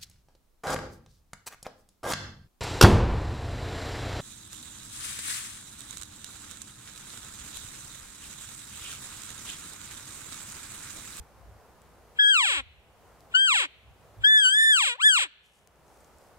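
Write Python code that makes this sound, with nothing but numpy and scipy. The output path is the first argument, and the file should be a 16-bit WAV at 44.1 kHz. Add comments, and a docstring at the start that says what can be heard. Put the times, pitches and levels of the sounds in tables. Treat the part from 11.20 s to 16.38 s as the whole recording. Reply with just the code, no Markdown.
"""Among pines, three high elk mews from a reed call, the last one doubled, each falling steeply in pitch.
The reed is a sum of harmonics with hiss, coloured by a short tube; ground, boughs and trunks answer it.
Shaped noise makes far wind in the trees and buffets on the microphone; a wavering sine hums faintly.
Dry ticks are dying bursts and a late rustle is fine crackle.
The camera's gain control ducks all of it when the sound gets loud."""
import sys
import numpy as np
from scipy import signal
from scipy.fft import rfft, irfft, next_fast_len
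from scipy.io import wavfile
from scipy.ndimage import uniform_filter1d

SR = 44100
rng = np.random.default_rng(int(sys.argv[2]) if len(sys.argv) > 2 else 0)


def output_pcm(signal):
    """Save a mono or channel-first signal as 16-bit PCM at the path in sys.argv[1].

    Samples are clipped to [-1, 1] before scaling.
    """
    pcm = np.clip(np.atleast_2d(signal).T, -1, 1) * 32767
    wavfile.write(sys.argv[1], SR, np.round(pcm).astype(np.int16))


N = 228517
EDGE_HZ = 15750  # top of the band, for the reed's harmonics and for the final filter


def gain_of(db):
    """Turns decibels into an amplitude factor."""
    return 10 ** (np.asarray(db) / 20)


def evened(x):
    """Scales a signal to an RMS of one."""
    return x / np.sqrt(np.mean(x ** 2) + 1e-20)


def read(points, hz, axis=1):
    """Reads one column of a table on a log-frequency axis."""
    table = np.transpose(points)
    return np.interp(np.log(hz + 1), np.log(table[0] + 1), table[axis])


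def curved(t, s, value):
    """Draws a smooth cubic curve through the points."""
    i = np.clip(np.searchsorted(s, t) - 1, 0, len(s) - 2)
    step, slope = np.diff(s)[i], np.gradient(value, s)
    u = (t - s[i]) / step  # progress from one point to the next
    ease = u * u * (3 - 2 * u)
    bend = step * u * (1 - u) * ((1 - u) * slope[i] - u * slope[i + 1])
    return value[i] + ease * np.diff(value)[i] + bend


def swells(events):
    """Sums smooth bell-shaped swells, one per (middle [s], length [s], peak [dB]) row."""
    t = np.arange(N) / SR
    return sum(gain_of(db) * np.exp(-.5 * ((t - s) / (length / 4)) ** 2) for s, length, db in events)


def noise(spectrum, patchy_db, size):
    """Two partly alike channels of random short-time spectra with drifting patches."""
    # how alike left and right are: (frequency [Hz], likeness [0 to 1])
    likeness = [(60, 0.91), (130, 0.33), (290, 0.67), (640, 0.93), (1410, 0.7), (3100, 0.39), (6820, 0.14),
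                (15000, 0.068)]
    frames, hz = 4 * N // size + 5, np.fft.rfftfreq(size, 1 / SR)
    a, b, c, d, patches = rng.standard_normal((frames, len(hz), 5)).T
    patches = uniform_filter1d(patches, 12, 0)  # across frequency
    patches = evened(uniform_filter1d(patches, 14, 1))  # across time
    same = np.clip(read(likeness, hz), -1, 1)[:, None]
    left = a + 1j * b
    right = same * left + np.sqrt(1 - same ** 2) * (c + 1j * d)
    level_db = read(spectrum, hz)[:, None] + patchy_db * patches
    frames_lr = np.array([left, right]) * gain_of(level_db)
    return evened(signal.istft(frames_lr, nperseg=size, noverlap=3 * size // 4)[1][:, :N])


def tree_wind():
    """Far wind in the trees: a steady wide noise, darker towards the treble."""
    # spectrum of the wind in the trees: (frequency [Hz], relative level [dB])
    tree_spectrum = [(88, -8.5), (150, -2), (296, -8.5), (445, -2.5), (844, -5), (1270, -9), (1800, -15),
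                     (3480, -22.5), (4070, -23), (7720, -24.5), (15500, -28)]
    wind_db = -58  # RMS level
    return gain_of(wind_db) * noise(tree_spectrum, patchy_db=.5, size=1024)


def buffets():
    """Wind pushing on the microphone: bass noise that swells out of a calm level."""
    # spectrum of the buffeting: (frequency [Hz], relative level [dB])
    buffet_spectrum = [(15, -44), (30, -22), (42, -18), (55, 12.5), (75, 6), (110, 4.5), (135, -11),
                       (220, -21.5), (320, -31), (500, -101.5)]
    # gusts added to the calm level: (middle [s], length [s], peak [dB])
    gusts = [(0, 0.048, -39), (.29, 0.27, -50.5), (1.4, 0.24, -43.5), (1.55, 0.25, -62), (2.7, 0.077, -47),
             (3.01, 0.079, -40), (3.27, 0.2, -49)]
    calm_db = -62.5
    return (gain_of(calm_db) + swells(gusts)) * noise(buffet_spectrum, patchy_db=2.5, size=8192)


def hum():
    """A faint steady sine that wavers in level."""
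    hum_hz, hum_db, waver_db = 154, -76, 5.1
    waver = evened(uniform_filter1d(rng.standard_normal(N), size=5000))
    tone = np.sqrt(2) * np.sin(2 * np.pi * hum_hz * np.arange(N) / SR)
    return gain_of(hum_db + waver_db * waver) * tone


def ticks():
    """Dry ticks of twigs or cloth: a few dying cycles at a centre pitch, roughened by noise."""
    # the clearest ticks: (time [s], level [dB], centre [Hz], left louder by [dB])
    clear_ticks = [(0.6186, -46, 7770, 1.0), (0.8949, -58, 4890, 1.5), (2.0068, -48, 5090, 4.0),
                   (2.1221, -55, 7510, -6.0), (4.2608, -52, 8390, 7.5), (4.4743, -40, 6480, 7.5),
                   (4.5586, -53, 6870, 3.0), (4.6808, -50, 6780, 5.0), (4.7721, -52, 5070, 4.0),
                   (4.806, -47, 8180, 4.5), (4.8459, -43, 6640, 6.0), (4.9851, -49, 7650, 2.5),
                   (5.0184, -52, 5130, 3.0)]
    # ranges for the fainter ticks, a (low, high) pair for each of:
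    # (time [s], level [dB], centre [Hz], left louder by [dB])
    faint_ranges = (4.48, 5.1), (-60, -54), (5500, 8400), (1.5, 5)
    low, high = np.transpose(faint_ranges)
    rows = np.vstack([clear_ticks, low + (high - low) * rng.random(size=(7, 4))])
    out, t = np.zeros((2, N)), np.arange(200) / SR
    for (s, db, hz, pan_db), grit in zip(rows, rng.standard_normal((len(rows), 200))):
        body = np.cos(2 * np.pi * hz * t) + .7 * uniform_filter1d(grit, size=2)
        tick = body * gain_of(db - 60 * t / .002)  # falls 60 dB in 2 ms
        at = round(s * SR)
        out[:, at:at + 200] += gain_of([[pan_db / 2], [-pan_db / 2]]) * tick
    return out


def reed(dull_db, curve):
    """Sharp regular snaps as a sum of harmonics; air hisses at each opening, more as the reed goes slack."""
    # extra strength of the fundamental: (reed pitch [Hz], level [dB])
    fundamental_lift = [(250, 4.5), (330, 6), (430, -1.5), (520, -1), (900, 1.5), (1300, 3.5), (1600, 0.5),
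                        (1780, 3.5)]
    attack_s, release_s, shut_db = .013, .03, -36  # the blow rises from and sinks back by this much
    bright_db, brighten_s = 2, .11  # the dull start clears towards this slope per octave
    weak_db, weak_dull = -28, 1  # under this blow: overtones fade, dB per octave for each dB
    weak_first = .54  # and the fundamental stands out, dB for each dB
    waver_taut, waver_slack = .00091, .006  # share of the pitch, and its growth per octave of slack
    air_db, air_slack_db, air_glide_db = -50, 10, 2.1  # hiss, rise per octave of slack, per octave/s of glide
    leak_db, leak_s = -64.5, .06  # air leaking past the reed around its start

    s, pitch, blow_db = np.transpose(curve)
    on = slice(round(s[0] * SR), round(s[-1] * SR))
    t = np.arange(N)[on] / SR
    shut = np.clip(1 - (t - s[0]) / attack_s, 0, 1) + np.clip(1 - (s[-1] - t) / release_s, 0, 1)
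    blow_db = np.interp(t, s, blow_db) + shut_db * shut
    slope_db = bright_db + (dull_db - bright_db) * np.exp(-(t - s[0]) / brighten_s)
    slope_db = slope_db - weak_dull * np.maximum(weak_db - blow_db, 0)

    hz = curved(t, s, pitch)
    slack = np.clip(np.log2(1700 / hz), 0, 2)  # octaves under the taut pitch
    glide = np.minimum(abs(np.gradient(np.log2(hz), t)), 9)  # octaves a second
    waver = evened(uniform_filter1d(rng.standard_normal(len(hz)), 150))
    turns = np.cumsum(hz * (1 + (waver_taut + waver_slack * slack) * waver)) / SR

    k = np.arange(1, 70)[:, None]  # harmonic numbers
    harmonic_gain = gain_of(slope_db * np.log2(np.maximum(k / 2, 1)))  # slopes above the second harmonic
    snaps = (np.cos(2 * np.pi * k * turns) * harmonic_gain * (k * hz < EDGE_HZ)).sum(0)
    lift_db = read(fundamental_lift, hz) + weak_first * np.clip(weak_db - blow_db, 0, 25)
    snaps += (gain_of(lift_db) - 1) * np.cos(2 * np.pi * turns)
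    snaps *= np.sqrt(2 * hz / EDGE_HZ)  # fewer harmonics fit at a high pitch, so each is stronger

    hiss = gain_of(air_db + air_slack_db * slack + air_glide_db * glide) * rng.standard_normal(len(hz))
    air = hiss * (1 + np.cos(2 * np.pi * turns))  # pulses once per snap
    out = swells([(s[0], leak_s, leak_db)]) * rng.standard_normal(N)
    blow = gain_of(uniform_filter1d(blow_db, size=90))
    out[on] += blow * (snaps + air) * signal.windows.tukey(len(hz), 300 / len(hz))
    return out


def tube(x):
    """Resonances of the short tube as a causal filter: the phase follows from the log gain."""
    # colour of tube and microphone together: (frequency [Hz], level [dB])
    tube_colour = [(200, 1.5), (590, 7.5), (680, -9.5), (780, 8), (1300, 17), (2000, 22.5), (3100, 25),
                   (4300, 13.5), (5100, -3.5), (6000, 6.5), (6700, -4.5), (7400, 12), (8100, 9.5),
                   (8900, 1), (10200, -8), (11300, -12.5), (12800, -23), (15500, -35)]
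    hz = abs(np.fft.fftfreq(4096, 1 / SR))
    log_gain = read(tube_colour, hz) * np.log(10) / 20
    ring = np.fft.ifft(np.exp(signal.hilbert(log_gain).conj())).real[:2048]
    return signal.oaconvolve(x, ring)[:N]


def mews():
    """Three mews blown through the reed and its tube."""
    # each mew: (slope at the start [dB per octave above the second harmonic], curve),
    # with a curve of (time [s], reed pitch [Hz], blow [dB])
    calls = [ (-18.5, [(.986, 1638, -18), (1.002, 1667, -29.5), (1.05, 1639, -21.5), (1.1, 1644, -17.5),
             (1.125, 1576, -18), (1.165, 1335, -18), (1.245, 843, -23), (1.325, 450.6, -28.5),
             (1.38, 287.2, -30.5), (1.405, 260.5, -32.5), (1.435, 220, -38)]), (-11.5, [(2.138, 1433, -27),
             (2.18, 1550, -24.5), (2.24, 1597, -24), (2.265, 1563, -23.5), (2.3, 1289, -23),
             (2.36, 793.3, -25), (2.42, 472.5, -29.5), (2.452, 307.3, -32.5), (2.485, 249, -39.5)]),
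             (-13, [(3.033, 1556, -32.5), (3.075, 1719, -21.5), (3.125, 1748, -16.5), (3.175, 1730, -12),
             (3.215, 1636, -18), (3.26, 1504, -12.5), (3.315, 1585, -20), (3.355, 1713, -20),
             (3.41, 1775, -18), (3.475, 1767, -19), (3.51, 1752, -16), (3.555, 1544, -17.5),
             (3.635, 841, -23), (3.68, 546.6, -27.5), (3.73, 479, -31.5), (3.755, 529, -39.5),
             (3.778, 752, -60), (3.796, 1018, -40.5), (3.815, 1358, -31), (3.835, 1627, -26),
             (3.865, 1757, -13.5), (3.895, 1664, -14), (3.925, 1518, -17), (3.952, 1410, -17),
             (3.975, 1123, -19), (4, 746.3, -23), (4.03, 505.3, -26.5), (4.06, 330.7, -35),
             (4.095, 245, -42)]), ]
    return tube(sum(reed(*call) for call in calls))


def ports(x):
    """Level and phase differ between two microphone ports; near surfaces add a few quick copies."""
    # how the mew falls on the ports: (frequency [Hz], left louder by [dB], left leads by [radians])
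    port_balance = [(400, 3, 1.4), (700, 6, -.3), (1100, 11, -1.6), (1600, 6, -2.6), (2200, 0, -2.7),
                    (2600, 0, -2.4), (2950, 4, -2.5), (3250, 5, -2.9), (3500, 1, -3.8), (3900, -3, -3.7),
                    (4350, -1, -3.7), (4800, 1, -6.3), (5900, 2, -9.4), (7100, 4, -12), (8300, 4, -12.7),
                    (9200, 11, -13.1), (9900, 3, -14), (12500, 1, -12.8)]
    # reflections off hands, camera body and ground: (delay [s], left [dB], right [dB])
    near_copies = [(.0012, -14.5, -14), (.0018, -18.5, -12.5), (.0028, -36.5, -35.5), (.0062, -32, -15.5),
                   (.0074, -20, -10)]
    size = next_fast_len(N + 4096)
    hz = np.fft.rfftfreq(size, 1 / SR)
    # half of each difference goes to the left, its inverse to the right
    half = gain_of(read(port_balance, hz) / 2) * np.exp(.5j * read(port_balance, hz, axis=2))
    copies = 1 + sum(gain_of(db)[:, None] * np.exp(-2j * np.pi * hz * s) for s, *db in near_copies)
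    return irfft(rfft(x, size) * np.array([half, 1 / half]) * copies, size)[:, :N]


def branches(x):
    """Short dense scatter from the nearest boughs, different at each port, breaks up the gliding overtones."""
    scatter_db, t60_s, highpass_hz = -5.5, .04, 2500
    t = np.arange(4000) / SR
    burst = rng.standard_normal((2, 4000)) * gain_of(-60 * t / t60_s) * (t > .002)
    burst = burst / np.linalg.norm(burst[0])
    burst = signal.lfilter(*signal.butter(1, highpass_hz, "high", fs=SR), burst)
    return gain_of(scatter_db) * signal.oaconvolve(x[None], burst, axes=1)[:, :N]


def trunks(x):
    """Sparse echoes of random sign from the trees, each band dying at its own speed."""
    # decay of the echo: (frequency [Hz], time to fall 60 dB [s])
    decay_times = [(500, .6), (1500, .7), (2600, .8), (3500, .72), (5000, .5), (9000, .3)]
    # colour of the echo: (frequency [Hz], relative level [dB])
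    echo_colour = [(500, -4), (1600, -0.5), (2300, 2.5), (3100, -0.5), (4200, 7.5), (5500, 4), (9000, -1)]
    echo_db = -34
    taps = np.zeros((2, SR))
    # one echo at a random place in every 20 samples
    at = np.arange(500, SR - 20, 20) + rng.integers(0, 20, (2, (SR - 501) // 20))
    np.put_along_axis(taps, at, rng.choice([-1., 1.], at.shape), 1)
    hz, t, z = signal.stft(taps, SR, nperseg=256)
    fade_db = read(echo_colour, hz)[:, None] - 60 * t / read(decay_times, hz)[:, None]
    tail = signal.istft(z * gain_of(fade_db), SR, nperseg=256)[1]
    tail = tail / np.linalg.norm(tail[0])
    return gain_of(echo_db) * signal.fftconvolve(x[None], tail, axes=1)[:, :N]


def rustle():
    """Dense fine crackle in the treble, a little to the left: random grains of uneven strength."""
    # stirs of rustling: (middle [s], length [s], peak [dB])
    stirs = [(4.26, 0.072, -60.5), (4.36, 0.21, -63), (4.8, 0.45, -71.5), (5.05, 0.17, -74)]
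    grains = rng.standard_normal(N)
    grains *= gain_of(2.5 * rng.exponential(1, N))
    grains *= rng.random(N) < 8000 / SR  # keeps about 8000 grains a second
    band = signal.butter(2, [4500, 11000], "band", fs=SR, output="sos")
    crackle = evened(signal.sosfilt(band, grains))
    return swells(stirs) * crackle * gain_of([[2.5], [-2.5]])


def scene():
    """Mixes the mews and their echoes with the wind, hum, ticks and rustle."""
    call = mews()
    wind = tree_wind() + buffets()
    answered = ports(call) + branches(call) + trunks(call)
    return answered + wind + hum() + ticks() + rustle()


def record(dry):
    """Gain control: dips quickly at a loud attack, deeper while it stays loud, slow to return; then band limit."""
    threshold_db, strength = -26, .68  # dB of cut for each dB over the threshold
    fall, back_db = .06, .025  # per step: share of the missing cut taken, most dB given back
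    step = 44  # samples, about a millisecond
    power = abs(uniform_filter1d((dry ** 2).mean(0), 220))[::step]
    power_db = 10 * np.log10(power + 1e-12)
    wanted_db = strength * np.maximum(power_db - threshold_db, 0)
    duck_db = np.zeros(len(wanted_db))
    for i in range(1, len(duck_db)):
        gap_db = wanted_db[i] - duck_db[i - 1]
        duck_db[i] = duck_db[i - 1] + (fall * gap_db if gap_db > 0 else max(gap_db, -back_db))
    ducked = dry / gain_of(np.interp(np.arange(N), np.arange(len(duck_db)) * step, duck_db))
    lowpass = signal.firwin(511, EDGE_HZ, window=("kaiser", 9), fs=SR)
    return signal.oaconvolve(ducked, lowpass[None], "same")


dry = scene()
out = record(dry)
output_pcm(out)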